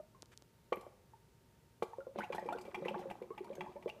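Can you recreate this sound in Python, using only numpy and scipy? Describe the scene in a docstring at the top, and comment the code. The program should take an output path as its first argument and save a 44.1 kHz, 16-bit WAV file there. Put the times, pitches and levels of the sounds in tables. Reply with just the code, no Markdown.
"""An airlock bubbles in a small quiet room: gas pushes through the liquid in two single plops, then a
run of gurgles. Each bubble rings with a gliding pitch, mostly upward; bursting films ring the chamber
and throw a fine spray, while the liquid churns and gas squirts through closing pockets.
Near the start a few dry handling clicks sound close by. A steady hiss lies under it all."""
import sys
import numpy as np
from scipy import signal
from scipy.fft import rfft, irfft
from scipy.io import wavfile
from scipy.ndimage import map_coordinates

SR = 44100
rng = np.random.default_rng(int(sys.argv[2]) if len(sys.argv) > 2 else 0)


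def wrap_up_sound(samples):
    """Save the sound to the file named by the first command line argument, as 16-bit audio."""
    columns = np.atleast_2d(samples).T
    # keep every value between -1 and 1, then stretch to whole-number steps
    tamed = np.clip(columns, -1, 1)
    steps = np.round(tamed * 32767).astype(np.int16)
    wavfile.write(sys.argv[1], SR, steps)


N = 176400


def gurgles():
    """Gas passes through the liquid bubble by bubble; the small, high ones hold their pitch better."""
    # Each row: start in seconds, pitch in Hz, level in dB, decay time in seconds,
    # opening glide in octaves per second.
    bubbles = [(0.0, 597, -41, 0.013, 2.5), (0.147, 1110, -59, 0.017, -2.5),
               (.722, 523.4, -24.5, 0.011, -0.5), (.723, 700, -36.5, 0.0064, 6),
               (.725, 1126, -29, 0.0051, 8.5), (.759, 12200, -46, 0.00063, 3), (0.772, 430, -28, 0.0012, 8),
               (.830, 784, -50, 0.013, 11), (.866, 606, -36.5, 0.0021, 0), (1.135, 905, -52, 0.016, 0.5),
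               (1.823, 471, -25.5, 0.0081, -9), (1.824, 867, -26, 0.0031, 0),
               (1.824, 1120, -31.5, 0.0024, 10), (1.933, 864, -41, 0.009, 4.5),
               (1.984, 523, -35.5, 0.015, 2.5), (2.005, 1425, -50, 0.0094, -5.5),
               (2.068, 515, -37, 0.018, 3), (2.159, 540, -26.5, 0.0016, 16), (2.186, 782, -34.5, 0.013, 13),
               (2.205, 336, -45, 0.0024, 3), (2.207, 1460, -36, 0.0061, 3.5),
               (2.236, 847, -37.5, 0.011, -10), (2.302, 501, -31, 0.011, 6.5), (2.344, 435, -40, 0.007, -7),
               (2.347, 823, -37, 0.0079, 6), (2.382, 837, -31.5, 0.0075, 2), (2.384, 639, -38, 0.0096, 1.5),
               (2.382, 1840, -40, 0.0054, 2), (2.426, 513, -36, 0.0058, 8), (2.456, 471, -36.5, 0.014, 6.5),
               (2.488, 903, -30, 0.0056, 2), (2.504, 797, -38, 0.016, -0.5), (2.524, 688, -29.5, 0.0058, 1),
               (2.525, 1360, -39.5, 0.013, 7), (2.549, 488, -36, 0.013, 5.5), (2.59, 382, -53, 0.0073, 11),
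               (2.652, 510, -42, 0.01, -1.5), (2.679, 567, -39.5, 0.0052, -5),
               (2.749, 826, -43, 0.013, -2.5), (2.774, 392, -41.5, 0.0092, 1.5),
               (2.823, 529, -33.5, 0.0086, 0), (2.857, 510, -29.5, 0.012, 4.5),
               (2.882, 844, -35, 0.012, 4.5), (2.883, 2697, -32.5, 0.0031, -5),
               (2.886, 3080, -37, 0.0028, 12), (2.910, 523, -34, 0.011, 4.5), (2.943, 856, -38.5, 0.016, 6),
               (2.943, 1090, -38, 0.0066, 8), (2.944, 1560, -46, 0.0067, 16), (2.959, 470, -36, 0.0046, 16),
               (2.992, 810, -41.5, 0.018, 1.5), (3.016, 512, -41.5, 0.0068, 13),
               (3.055, 523, -38, 0.024, 2), (3.111, 730, -34.5, 0.0044, 14.5), (3.154, 795, -43, 0.0064, 6),
               (3.217, 508, -35.5, 0.015, 1.5), (3.305, 442, -38, 0.012, -2.5),
               (3.305, 1045, -46, 0.019, 7.5), (3.406, 387, -39, 0.013, 0.5), (3.447, 916, -48.5, 0.012, 3),
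               (3.502, 500, -36.5, 0.015, 12), (3.581, 516, -36, 0.005, 5.5),
               (3.607, 864, -40.5, 0.0072, 6), (3.662, 776, -42.5, 0.014, 19), (3.757, 546, -42, 0.015, 6),
               (3.762, 839, -49, 0.018, 9.5), (3.859, 464, -28.5, 0.011, 18),
               (3.899, 2795, -37.5, 0.0042, 1.5), (3.963, 541, -48.5, 0.013, 13)]
    swell_cycles, small_above_hz = 0.24, 585
    out = np.zeros(N)
    for start, hz, db, ring_s, glide in bubbles:
        wobble = 0.045 * min(small_above_hz / hz, 1)
        add(out, start, amp(db) * bubble(hz, ring_s, glide, swell_cycles / hz, wobble, flutter=0.18))
    return radiate(out)


def bubble(hz, ring_s, glide, swell_s, wobble=0, flutter=0):
    """A pocket of gas rings and dies away; its trembling shape wobbles the pitch and flutters the level."""
    glide_s, scoop_octaves, scoop_s, overtone_db = 0.0462, 0.043, 0.0031, -20.5
    t = np.arange(0, 8 * ring_s, 1 / SR)
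    octaves = glide * glide_s * np.tanh(t / glide_s)  # the glide stops at the surface
    octaves -= scoop_octaves * np.exp(-t / scoop_s)  # starts flat while the neck pinches off
    pitch = hz * 2 ** octaves * (1 + wobble * drift(len(t), hz=68))
    phase = 2 * np.pi * np.cumsum(pitch) / SR
    level = (1 - np.exp(-t / swell_s)) * np.exp(-t / ring_s)
    level *= 1 + flutter * np.tanh(t / ring_s) * drift(len(t), hz=107)
    return level * (np.sin(phase) + amp(overtone_db) * level * np.sin(2 * phase))


def radiate(x, cutoff_hz=232):
    """A small vessel gives off little bass."""
    return signal.sosfilt(signal.butter(2, cutoff_hz, "high", fs=SR, output="sos"), x)


def bursts():
    """A tearing film is a short crackle that rings the chamber and throws spray."""
    # Each row: start in seconds, chamber ring in dB, spray in dB, crackle decay time in seconds.
    films = [(0.726, -32, -55.5, 0.0051), (0.769, -43, -73, 0.0017), (0.809, -63, -55, 0.0026),
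             (1.825, -29.5, -48, 0.0016), (1.828, -58, -57.5, 0.0094), (2.161, -51, -82, 0.0027),
             (2.185, -41, -52.5, 0.0063), (2.213, -60, -70, 0.027), (2.235, -46, -61, 0.0085),
             (2.323, -37.5, -59, 0.0091), (2.326, -58, -56, 0.0016), (2.346, -51.5, -54.5, 0.01),
             (2.358, -52, -53, 0.0017), (2.392, -71, -56, 0.0024), (2.459, -53, -65, 0.007),
             (2.488, -38.5, -61.5, 0.0033), (2.524, -66, -51, 0.0032), (2.584, -38, -51, 0.0016),
             (2.61, -60, -55.5, 0.0058), (2.649, -59.5, -69, 0.032), (2.744, -36, -55.5, 0.0068),
             (2.757, -37, -71, 0.0016), (2.849, -45.5, -63.5, 0.013), (2.887, -41.5, -58, 0.0056),
             (2.987, -59, -63.5, 0.017), (3.099, -46, -61, 0.0087), (3.112, -36.5, -56, 0.0018),
             (3.222, -44.5, -60, 0.002), (3.377, -41.5, -63.5, 0.0054), (3.443, -60, -61, 0.0053),
             (3.529, -52.5, -71, 0.0066), (3.553, -82, -47, 0.0012), (3.607, -33.5, -57.5, 0.0041),
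             (3.824, -50, -69, 0.0051), (3.877, -48, -66, 0.0096), (3.889, -47.5, -55.5, 0.0052)]
    # The chamber's resonances. Each row: pitch in Hz, relative level in dB, seconds to fall 60 dB.
    modes = [(832, 5, 0.029), (1195, -2.5, 0.018), (1510, -7.5, 0.013), (2056, 1, 0.012), (2348, 0, 0.033),
             (2647, -2.5, 0.014), (2845, -4.5, 0.017), (3198, -1, 0.0058)]
    cracks_per_s, tear_s = 3500, 0.0003
    t = np.arange(SR // 8) / SR
    strikes, spray = np.zeros((2, N))
    for start, ring_db, spray_db, decay_s in films:
        cracks = rng.random(len(t)) < cracks_per_s / SR
        fade = (1 - np.exp(-t / tear_s)) * np.exp(-t / decay_s)
        crackle = cracks * rng.choice([-1, 1], len(t)) * fade
        crackle *= np.linalg.norm(fade) / (np.linalg.norm(crackle) + 1e-20)
        add(strikes, start, amp(ring_db) * crackle)
        add(spray, start, amp(spray_db) * signal.fftconvolve(crackle, droplets(t[:SR // 50])))
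    chamber = sum(amp(db - 60 * t / t60) * np.sin(2 * np.pi * hz * t) * (-1) ** k
                  for k, (hz, db, t60) in enumerate(modes))
    return signal.oaconvolve(strikes, chamber / np.linalg.norm(chamber))[:N] + spray


def droplets(t, count=40):
    """Spray is a scatter of tiny high pings, each with its own pitch, strength and delay."""
    # The tone of the spray. Each row: frequency in Hz, relative level in dB.
    tone = [(3000, 2.5), (4200, 1.5), (6000, -1), (8000, -1), (10500, -4.5), (12000, 0.5), (15500, -16)]
    ring_cycles, spread_db, mean_delay_s = 4.9, 3.5, 0.0027
    low_hz, high_hz = tone[0][0], tone[-1][0]
    hz = low_hz + (high_hz - low_hz) * (np.arange(count) + rng.random(count)) / count
    strength = amp(read(tone, hz) + spread_db * rng.standard_normal(count))
    age = np.maximum(t[:, None] - mean_delay_s * rng.exponential(1, count), 0)
    pings = (np.sin(2 * np.pi * hz * age) * np.exp(-age * hz / ring_cycles)) @ strength
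    return pings / np.linalg.norm(pings)


def churn(sizes=48):
    """Bubbles of many sizes ring at random while the liquid is stirred up."""
    # The surges of the liquid. Each row: time in seconds, level in dB.
    surges = [(2.148, -65), (2.194, -43.5), (2.25, -64), (2.28, -73), (2.338, -49), (2.41, -61.5),
              (2.53, -51), (2.63, -60), (2.73, -61), (2.87, -52.5), (2.97, -53.5), (3.28, -67.5),
              (3.63, -56.5), (3.80, -66.5)]
    # The balance of bubble sizes. Each row: pitch in Hz, relative level in dB.
    tone = [(160, -8), (300, -6.5), (500, -6), (850, -4), (1300, -10), (3500, -12), (6000, -24)]
    bubbles_per_s, ring_cycles, spread_db = 800, 4.6, 4
    out = np.zeros(N)
    for hz in np.geomspace(tone[0][0], tone[-1][0], sizes):
        births = (rng.random(N) < bubbles_per_s / sizes / SR) * rng.choice([-1, 1], N)
        strength = amp(spread_db * np.minimum(rng.exponential(1, N), 3))
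        ring = bubble(hz, ring_s=min(ring_cycles / hz, 0.012), glide=4.9, swell_s=0.5 / hz)
        out += amp(read(tone, hz)) * signal.oaconvolve(births * strength, ring)[:N]
    level_db = np.interp(np.arange(N) / SR, *np.transpose(surges), left=-120)
    return unit(radiate(out)) * amp(level_db)


def squirts(width_hz=350):
    """Rushing gas rings a shrinking pocket, so a rough whistle slides upward."""
    # Each row: start in seconds, length in seconds, first pitch in Hz, last pitch in Hz, level in dB.
    whistles = [(2.196, 0.058, 1190, 2850, -53.5), (2.335, 0.11, 1348, 2190, -63.5),
                (2.846, 0.0174, 1746, 2240, -54.5)]
    pole = np.exp(-np.pi * width_hz / SR)
    out = np.zeros(N)
    for start, length_s, first_hz, last_hz, db in whistles:
        count = round(length_s * SR)
        noise = rng.standard_normal((SR // 4, 2)) @ [1, 1j]
        rush = signal.lfilter([1], np.poly([pole, pole]), noise)[:count]
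        sweep = np.exp(2j * np.pi * np.cumsum(np.linspace(first_hz, last_hz, count)) / SR)
        add(out, start, amp(db) * unit((rush * sweep).real * signal.windows.tukey(count)))
    return out


def handling():
    """Dry ticks, soft bumps and one short rub of a finger, all very close."""
    # Each row: start in seconds, tick level in dB, bump level in dB.
    clicks = [(0.2226, -28, -57), (0.229, -44, -44.5), (0.2584, -43.5, -67), (0.3756, -30, -79),
              (0.4228, -39.5, -51.5)]
    # The tones of the bright tick and the duller rub. Each row: frequency in Hz, relative level in dB.
    tick_tone = [(500, -85), (2200, -12.5), (4200, 3.5), (6500, 3), (10000, -7), (15500, -24)]
    rub_tone = [(300, 2), (1000, 4), (2500, 4), (4000, -5), (8000, -9), (13000, -21)]
    bump_s, rub_start, rub_s, rub_db = 0.00037, 0.312, 0.034, -63.5
    ticks, bumps, rub_level = np.zeros((3, N))
    age = np.arange(SR // 50) / SR / bump_s
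    bump = age * (2 - age) * np.exp(1 - age)  # one push and a softer rebound
    for start, tick_db, bump_db in clicks:
        add(ticks, start, amp([tick_db]))
        add(bumps, start, amp(bump_db) * bump)
    add(rub_level, rub_start, amp(rub_db) * signal.windows.tukey(round(rub_s * SR)))
    return colour(ticks, tick_tone) + bumps + colour(rub_level * rng.standard_normal(N), rub_tone)


def room(x):
    """The small room adds a short diffuse tail, low resonances and near reflections."""
    # The diffuse tail. Each row: frequency in Hz, level in dB, seconds to fall 60 dB.
    tail = [(121, 11.5, 0.051), (215, 1, 0.087), (466, -20, 0.88), (960, -7.5, 0.47), (2870, -12, 0.48),
            (6470, -6, 0.76), (13900, -7, 0.24)]
    # The boom of the vessel and its corner. Each row: pitch in Hz, gain in dB, seconds to fall 60 dB.
    booms = [(203.3, -3, 0.16), (364.9, 9.5, 0.15), (542.3, -7, 0.25)]
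    # Reflections off the table and the wall. Each row: delay in seconds, gain.
    echoes = [(.0055, 0.21), (0.0107, 0.22)]
    t = np.arange(SR // 2) / SR
    hz, age, bands = signal.stft(rng.standard_normal(len(t)), SR, nperseg=256)
    tail_db = read(np.array(tail)[:, :2], hz)[:, None]
    tail_t60 = read(np.array(tail)[:, ::2], hz)[:, None]
    bands *= amp(tail_db - 60 * age / tail_t60) * np.sqrt(2 * np.log(1000) / (tail_t60 * SR))
    fade_in = np.minimum(t / 0.0033, 1)
    response = signal.istft(bands, SR, nperseg=256)[1][:len(t)] * fade_in
    for boom_hz, db, t60 in booms:
        ring = amp(db - 60 * t / t60) * np.cos(2 * np.pi * boom_hz * t)
        response += ring * 2 * np.log(1000) / (t60 * SR)  # same gain however long it rings
    for delay, gain in echoes:
        add(response, delay, np.array([gain]))
    return x + signal.oaconvolve(x, response)[:N]


def background(hiss_db=-67.5):
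    """Steady hiss and room rumble with a faint hum."""
    # The tone of the rumble and hiss. Each row: frequency in Hz, relative level in dB.
    tone = [(20, -41), (42, -9), (119, -5.5), (259, -12.5), (289, -18), (372, -12), (404, -13),
            (746, -24.5), (932, -22.5), (1070, -27.5), (1200, -25), (2270, -29.5), (3170, -31),
            (15500, -38)]
    # Each row: pitch in Hz, level in dB.
    hum_tones = [(119, -75.5), (920, -80)]
    t = np.arange(N) / SR
    gain = amp(read(tone, np.fft.rfftfreq(N, 1 / SR)))
    hiss = irfft(rfft(rng.standard_normal(N)) * gain, N)
    hum = sum(amp(db) * np.sin(2 * np.pi * (hz * t + rng.random())) for hz, db in hum_tones)
    return amp(hiss_db) * unit(hiss) + hum


def amp(db):
    """Decibels to gain."""
    return 10 ** (np.asarray(db) / 20)


def unit(x):
    """Scales to an rms of one."""
    return x / np.sqrt(np.mean(x ** 2) + 1e-20)


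def read(points, hz):
    """Reads a curve on a log-frequency axis."""
    point_hz, value = np.transpose(points)
    return np.interp(np.log(hz + 1), np.log(point_hz + 1), value)


def add(mix, start, sound):
    """Mixes a sound in at a start time in seconds."""
    part = mix[max(round(start * SR), 0):][:len(sound)]
    part += sound[:len(part)]


def colour(x, tone, size=4096):
    """Gives a sound a tone through a causal filter of unit energy."""
    log_gain = np.log(amp(read(tone, abs(np.fft.fftfreq(size, 1 / SR)))))
    taps = np.fft.ifft(np.exp(np.conj(signal.hilbert(log_gain)))).real[:size // 2]
    return signal.oaconvolve(x, taps / np.linalg.norm(taps))[:len(x)]


def drift(count, hz):
    """Smooth random wandering of about unit size, at rates up to about hz."""
    knots = rng.standard_normal(200)
    return map_coordinates(knots, [np.arange(count) * 2 * hz / SR], order=3, mode="mirror")


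def scene():
    """The airlock in its room, with dry handling noise and the background, in mono."""
    return (background() + room(gurgles() + bursts() + churn() + squirts()) + handling())[None]


def record(dry):
    """A steep low-pass trims the very top of the treble."""
    cutoff_hz = 15450
    lowpass = signal.firwin(511, cutoff_hz, window=("kaiser", 9), fs=SR)
    return signal.oaconvolve(dry, lowpass[None], "same")


dry = scene()
out = record(dry)
wrap_up_sound(out)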